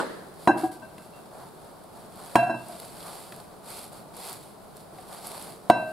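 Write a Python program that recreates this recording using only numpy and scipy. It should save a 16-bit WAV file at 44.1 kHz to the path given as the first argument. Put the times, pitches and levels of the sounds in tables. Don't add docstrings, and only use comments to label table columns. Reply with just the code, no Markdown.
import sys
import numpy as np
from scipy import signal
from scipy.fft import rfft, irfft
from scipy.io import wavfile
from scipy.ndimage import uniform_filter1d

SR = 44100
rng = np.random.default_rng(int(sys.argv[2]) if len(sys.argv) > 2 else 0)


def unload_wav(signal):
    wavfile.write(
        sys.argv[1],
        SR,
        np.round(np.clip(np.atleast_2d(signal).T, -1, 1) * 32767).astype(np.int16),
    )


N = 261072

# pitch_hz, likeness (0-1)
SAME = [(60, 0.95), (180, 0.36), (550, 0.55), (1650, 0.22), (4970, 0.24), (15000, 0.082)]
# pitch_hz, likeness (0-1)
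NEAR = [(60, 1), (180, 0.46), (550, 0.68), (1650, 0.83), (4970, 0.72), (15000, 0.46)]
# pitch_hz, relative_level_db (per Hz)
RUSTLE = [(1180, -75), (2000, -6.5), (2640, -8.5), (2850, -9.5), (3510, -6), (3890, -5.5), (4550, -2),
          (6100, -15), (8050, -5), (10800, -2.5), (14000, -14.5), (15800, -24)]


def gain_of(db):
    return 10 ** (np.asarray(db) / 20)


def evened(x):
    return x / np.sqrt(np.mean(x ** 2) + 1e-20)


def read(points, hz):
    f, value = np.transpose(points)
    return np.interp(np.log(hz + 1), np.log(f + 1), value)


def panned(db):
    return gain_of([[db / 2], [-db / 2]])


def slow_noise(width):
    once = uniform_filter1d(rng.standard_normal(N), size=width)
    return evened(uniform_filter1d(once, size=width))


def add(mix, s, sound):
    part = mix[:, round(s * SR):][:, :sound.shape[1]]
    part += sound[:, :part.shape[1]]


def colour(x, spectrum, likeness):
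    # pitch_hz, left_right_db
    tilts = [(60, 0.5), (240, 0), (950, 0.5), (3770, -0.5), (15000, -2.5)]
    hz = np.fft.rfftfreq(N, 1 / SR)
    a, b = rfft(x) * gain_of(read(spectrum, hz))
    same = np.clip(read(likeness, hz), 0, 1)
    tilt = gain_of(read(tilts, hz) / 2)
    right = same * a + np.sqrt(1 - same ** 2) * b
    return evened(irfft([a * tilt, right / tilt], N))


def stop(t, after, left):
    return left + 1 / (1 + np.exp(np.clip((t - after) / 0.0012, -50, 50)))


def ring(modes, t, longer=0.92):
    hz, db, t60 = np.transpose(modes)[:, :, None]
    lean = 0.55 * np.tanh(hz / 2600.0) * rng.choice([-1, 1], (len(modes), 1))
    fade = gain_of(db - 60 * t / (t60 * np.clip(longer, .2, 9)))
    turn = 2 * np.pi * hz * t
    return np.array([(fade * np.sin(turn + side * lean)).sum(0) for side in (1, -1)])


def hum():
    # pitch_hz, relative_level_db (per Hz)
    hum_colour = [(12, -44), (20, -12), (81, -8), (177, 3), (261, -4), (432, -1), (497, -4.5), (657, 0),
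                  (1480, -13), (1800, -21.5), (2730, -25.5), (4510, -23), (6140, -30.5), (9860, -23),
                  (15900, -31.5)]
    level_db = -47.2 + 0.64 * slow_noise(3000)
    return gain_of(level_db) * colour(rng.standard_normal((2, N)), hum_colour, SAME)


def slap():
    # pitch_hz, relative_level_db (per Hz)
    slap_colour = [(47, -56), (80, -41), (214, -1), (493, 2.5), (747, -6), (870, 5), (1350, -8.5),
                   (1470, 4.5), (1570, -17), (2550, -23), (4310, -20), (5980, -38), (7950, -20.5),
                   (11500, -32), (15000, -50)]
    # pitch_hz, relative_level_db (per Hz)
    slump_colour = [(47, -58), (80, -50), (180, -6), (423, -0.5), (627, -1.5), (669, -15), (780, -11),
                    (1750, -9), (2380, -25.5), (4310, -21), (5850, -33.5), (10300, -31), (15000, -53)]
    t = np.arange(N) / SR
    rattle = gain_of(1.5 * evened(uniform_filter1d(rng.standard_normal(N), size=120)))
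    quick = gain_of(-23.5 - 60 * t / 0.16) * stop(t, 0.074, 0.24) * evened(rattle)
    slow = gain_of(-31.0 - 60 * t / 0.89)
    slapped = quick * colour(rng.standard_normal((2, N)), slap_colour, NEAR)
    return slapped + slow * colour(rng.standard_normal((2, N)), slump_colour, SAME)


def pressing(t):
    # time_s, hiss_db (before the hiss gain)
    resting = [(0, -62), (.3, -66), (5.55, -66.5), (5.72, -62)]
    # start_s, length_s, hiss_db (before the hiss gain), peak_place (0-1),
    # body_db (lower rustle against hiss_db)
    strokes = [(0.363, 0.19, -55.5, 0.4, 1), (0.569, 0.14, -48.5, 0.08, 5.5),
               (0.709, 0.081, -54.5, .15, -2), (.93, 0.16, -61, 0.75, 7.5), (1.14, 0.086, -63, 0.3, 11),
               (1.298, .23, -61.5, 0.42, 12.5), (1.555, 0.2, -66, 0.6, 12), (1.902, 0.22, -61.5, 0.38, 7.5),
               (2.08, 0.4, -52.5, .65, 6), (2.523, 0.42, -52, .75, 3), (2.854, 0.52, -49.5, .5, 1.5),
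               (3.306, 0.21, -57, 0.1, 2.5), (3.625, 0.29, -46.5, 0.43, 0.5),
               (3.904, 0.14, -54.5, 0.27, 2.5), (4.124, 0.27, -45.5, 0.59, 2),
               (4.363, 0.19, -56.5, 0.1, -4), (4.755, 0.13, -60, 0, 1), (4.915, 0.16, -59, 0.6, 3.5),
               (5.041, 0.18, -51, 0.73, 5.5), (5.191, 0.2, -47.5, 0.42, 1), (5.295, .3, -48.5, 0.28, 4),
               (5.844, .12, -64, .5, 10)]
    resting_body_db = 5
    settling = gain_of(np.interp(t, *np.transpose(resting)))
    power = (settling * gain_of([[0], [resting_body_db]])) ** 2
    for start, length, db, top, body_db in strokes:
        peak = start + np.clip(top, .03, .97) * length
        climb = np.interp(t, [start, peak, start + length], [0, 1, 0])
        arch = np.sin(np.pi / 2 * climb) ** 0.9
        power += (gain_of([[db], [db + body_db]]) * arch) ** 2
    return np.sqrt(power)


def leaves():
    # pitch_hz, relative_level_db (per Hz)
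    rustle_low = [(150, -26), (300, -7), (700, 2.5), (1200, -2.5), (1800, -13.5), (2500, -38)]
    hiss_gain_db, wander_db = 3.5, 2
    hiss, body = pressing(np.arange(N) / SR)
    sizes = gain_of(3.4 * np.minimum(rng.exponential(1, N), 6))
    grains = sizes * (rng.random(N) < 350 / SR)
    clumps = evened(signal.oaconvolve(grains, np.exp(-np.arange(400) / 40))[:N])
    drive = rng.standard_normal((2, 2, N))
    high = colour(drive[0] * (1.17 + 0.42 * clumps), RUSTLE, NEAR)
    low = colour(drive[1] * (1.1 + .2 * clumps), rustle_low, NEAR)
    return high * hiss * gain_of(hiss_gain_db) + low * body * gain_of(wander_db * slow_noise(2000))


def thin_bowl(t, sharp, rim_hz, hard_db, lowest_db, twin_db, lip, grip):
    thin_hz = [1556, 2696, 3959, 5385, 6478, 6952, 8689, 9750, 10450, 10750]
    # relative_level_db, t60_s (before the grip's factor)
    thin = [(0.5, 0.88), (-3.5, 0.68), (-7.5, 0.5), (-14, 0.28), (-13.5, 0.12), (-17.5, 0.31), (-9, 0.19),
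            (-25, 0.25), (-26, 0.22), (-18, .25)]
    lip_shares = [0, 1, 0, .6, .3, .6, 1, 1, 1, 1]
    twin_hz = [1616, 1372, 1943, 2722, 4104]
    # relative_level_db, t60_s (before the grip's factor)
    twins = [(5, 0.4), (-15.5, 0.99), (-15.5, 0.46), (-6, 0.26), (-15, 0.33)]
    dull_db = (1 - sharp) * -4.5
    lip_db = 20 * np.log10(max(lip, .1))
    modes = [(634, lowest_db, .9)]
    for hz, (db, t60), share in zip(thin_hz, thin, lip_shares):
        octaves = np.log2(hz / thin_hz[0])
        modes.append((hz, db + (hard_db + dull_db) * octaves + share * lip_db, t60))
    stiffer = [(rim_hz / 690) ** .16, 1, 1, 1, 1]
    for hz, k, (db, t60) in zip(twin_hz, stiffer, twins):
        octaves = np.log2(hz / thin_hz[0])
        modes.append((hz * k, twin_db + db + dull_db * octaves, t60))
    return ring(modes, t, grip) * (1 - np.exp(-t / 0.0044))


def held_tones(t, sharp, heavy_db, rim_db, rim_hz, foot_db):
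    # pitch_hz, relative_level_db, t60_s (before the ring's factor)
    heavy = [(567, -14, 0.18), (873, -11, 0.31), (965, 3.5, 0.062), (1068, -10, 0.12), (1156, -15.5, 0.043),
             (1320, -9, 0.039), (1418, -10.5, 0.05), (1840, -4, 0.011)]
    rim_t60 = 0.21 + sharp * (0.054 - 0.21)
    foot_t60 = .13 + sharp * (0.052 - .13)
    rims = ring([(rim_hz, rim_db, rim_t60)], t)
    foot = ring([(325, foot_db, foot_t60)], t)
    return rims + foot + gain_of(heavy_db) * ring(heavy, t)


def grating(t, crack_db):
    # pitch_hz, relative_level_db (per Hz)
    crack_colour = [(300, -36), (1500, 7), (4000, 0.5), (6000, -10.5), (9000, -3.5), (15000, -15)]
    spectrum = gain_of(read(crack_colour, np.fft.rfftfreq(len(t), 1 / SR)))
    grit = irfft(rfft(rng.standard_normal(len(t))) * spectrum, len(t))
    return gain_of(crack_db - 60 * t / 0.031) * evened(grit)


def table_thump(t, lip, table_db, heavy_db):
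    # pitch_hz, relative_level_db, t60_s (before the ring's factor)
    table = [(175, -26, 0.066), (201.6, -3, 0.15), (238.4, 5, 0.14)]
    low = ring(table, t) + min(lip, 2) * ring([(126, -9., .6)], t)
    return low * gain_of(table_db + 0.6 * heavy_db)


def knock(s, crack_db, thin_db, heavy_db, rim_db, rim_hz, foot_db, settle):
    # from_s, hardness_db (per octave), lowest_mode_db (relative),
    # twin_modes_db (relative), lip_factor, ring_factor, hand_damps_at_s,
    # table_db (before the heavy bowl's share), left_right_db
    grips = [(.4, -1.5, -7, -9, 0.44, 0.85, 0.52, -16.5, -1), (.6, -10, -3, 1, 0.69, 0.56, 0.72, -17, 1),
             (.8, -7, 1.5, -17, .9, 0.71, 0.86, -20, 3.5), (1.1, -2, -4, -10, 5.5, 0.55, 1.19, -26, 0),
             (2.3, 2, -2, 3, 1.6, 0.48, 2.76, -18, -1), (2.6, -5, 11.5, -4, .75, 0.45, 3.4, -15.5, 0),
             (5.6, -3.5, 2.5, -26, 0.72, 1.11, 5.4, -18, -1)]
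    row = [row for row in grips if row[0] < s][-1]
    _, hard_db, lowest_db, twin_db, lip, grip, hold, table_db, pan_db = row
    soft_db, sharp_db = -58, -41
    sharp = np.clip((crack_db - soft_db) / (sharp_db - soft_db), 0, 1)
    rise = 0.0036 + sharp * (.0008 - 0.0036)
    t = np.arange(SR // 2) / SR
    held = held_tones(t, sharp, heavy_db, rim_db, rim_hz, foot_db)
    free = gain_of(thin_db) * thin_bowl(t, sharp, rim_hz, hard_db, lowest_db, twin_db, lip, grip)
    still = 1 if hold < s else stop(t, hold - s, 0.38)
    sound = held * stop(t, settle, 0.14) + free * still
    sound = sound + table_thump(t, lip, table_db, heavy_db) + grating(t, crack_db)
    onset = (1 - np.exp(-t / max(rise, 1e-4))) * (1 - t / t[-1])
    return onset * sound * panned(pan_db)


def bowls():
    # start_s, crack_db, thin_bowl_db, heavy_bowl_db,
    # pressed_rims_db, rim_pitch_hz, bowl_foot_db, rims_settle_after_s
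    knocks = [(.474, -25, -26, -10.5, -5.5, 713, -11, 0.031),
              (.488, -60, -25.5, -16, -12, 784, -7.5, 0.022), (.554, -60, -40, -28, -28, 817, -18, .018),
              (.633, -60, -47, -30, -19.5, 746.5, -14.5, 0.032),
              (.819, -56, -45.5, -40.5, -47, 710, -53, .08), (.980, -42, -54, -50, -59, 684, -42, .046),
              (1.130, -57, -63, -70, -62, 686, -55, .05),
              (2.355, -18, -31.5, -10.5, -3.5, 714, -9.5, 0.032),
              (2.385, -57, -36.5, -41, -11, 687.6, -45, 0.049),
              (2.425, -60, -38, -34, -13.5, 701.7, -45, 0.041),
              (2.465, -60, -41.5, -45, -23, 741, -41, .045),
              (2.494, -67, -38, -24, -19.5, 677.7, -25.5, 0.056),
              (2.541, -54.5, -46.5, -30, -34.5, 707, -28, 0.059),
              (2.687, -66, -54.5, -54, -36, 709, -46, .059), (2.731, -51, -65, -54, -37, 683, -44, .04),
              (3.321, -37, -74, -55.5, -61, 730, -45, .04),
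              (4.984, -44.5, -77, -64, -36.5, 737, -54, 0.037), (5.699, -19.5, -24, -11, 2, 707, -8, 0.02),
              (5.753, -59, -58, -26, -35, 806, -43, .096)]
    out = np.zeros((2, N))
    for row in knocks:
        add(out, row[0], knock(*row))
    return out


def snaps():
    # start_s, peak_db (before left-right balance)
    stems = [(0.73, -42), (1.0286, -44), (1.8397, -41), (2.685, -35), (2.8005, -27.5), (3.363, -33),
             (3.703, -30), (3.8417, -32), (3.8784, -36.5), (4.168, -31), (4.239, -40), (4.268, -30),
             (4.275, -29), (4.297, -32), (4.3295, -25), (4.769, -35.5), (5.1478, -38), (5.2705, -21),
             (5.2787, -29), (5.425, -30)]
    pan_db, bright_db = -3, 6.5
    out = np.zeros((2, N))
    hz, t = np.fft.rfftfreq(1024, 1 / SR), np.arange(1024) / SR
    spectrum = gain_of(read(RUSTLE, hz) + bright_db * np.log2(hz / 8000 + .01))
    fade = gain_of(-60 * t / 0.01)
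    for s, db in stems:
        burst = fade * irfft(rfft(rng.standard_normal(len(t))) * spectrum, len(t))
        add(out, s, gain_of(db) * panned(pan_db) * burst / abs(burst).max())
    return out


def kitchen(x):
    # pitch_hz, t60_s
    room = [(150, 0.58), (600, 0.51), (2000, 0.46), (8000, 0.18)]
    taps = np.zeros((2, SR))
    at = np.arange(200, SR - 20, 20) + rng.integers(0, 20, (2, (SR - 201) // 20))
    np.put_along_axis(taps, at, rng.choice([-1., 1.], at.shape), 1)
    hz, t, z = signal.stft(taps, SR, nperseg=256)
    decay = gain_of(-60 * t / read(room, hz)[:, None])
    tail = signal.istft(z * decay, SR, nperseg=256)[1]
    tail[1] = 0.79 * tail[0] + .5 * tail[1]
    return signal.fftconvolve(x, tail / np.linalg.norm(tail[0]), axes=1)[:, :N]


def scene():
    near = bowls() + snaps()
    no_bass = signal.butter(3, 100., "high", fs=SR, output="sos")
    near = signal.sosfilt(no_bass, near)
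    return near + gain_of(-13.0) * kitchen(near) + leaves() + slap() + hum()


def record(dry):
    threshold_db, recovery_db_per_s, edge_hz = -14.5, 110.0, 15800
    power_db = 10 * np.log10(abs(uniform_filter1d((dry ** 2).mean(0), size=300)) + 1e-12)
    fall = np.arange(N) * recovery_db_per_s / SR
    held_db = np.maximum.accumulate(power_db + fall) - fall
    over_db = np.maximum(held_db - threshold_db, 0)
    late_db = signal.lfilter([.002], [1, .002 - 1], over_db)
    ducked = np.clip(dry / gain_of(0.35 * late_db), -1, 1)
    band = signal.firwin(1023, edge_hz, window=("kaiser", 9), fs=SR)
    return signal.oaconvolve(ducked, band[None], "same")


dry = scene()
out = record(dry)
unload_wav(out)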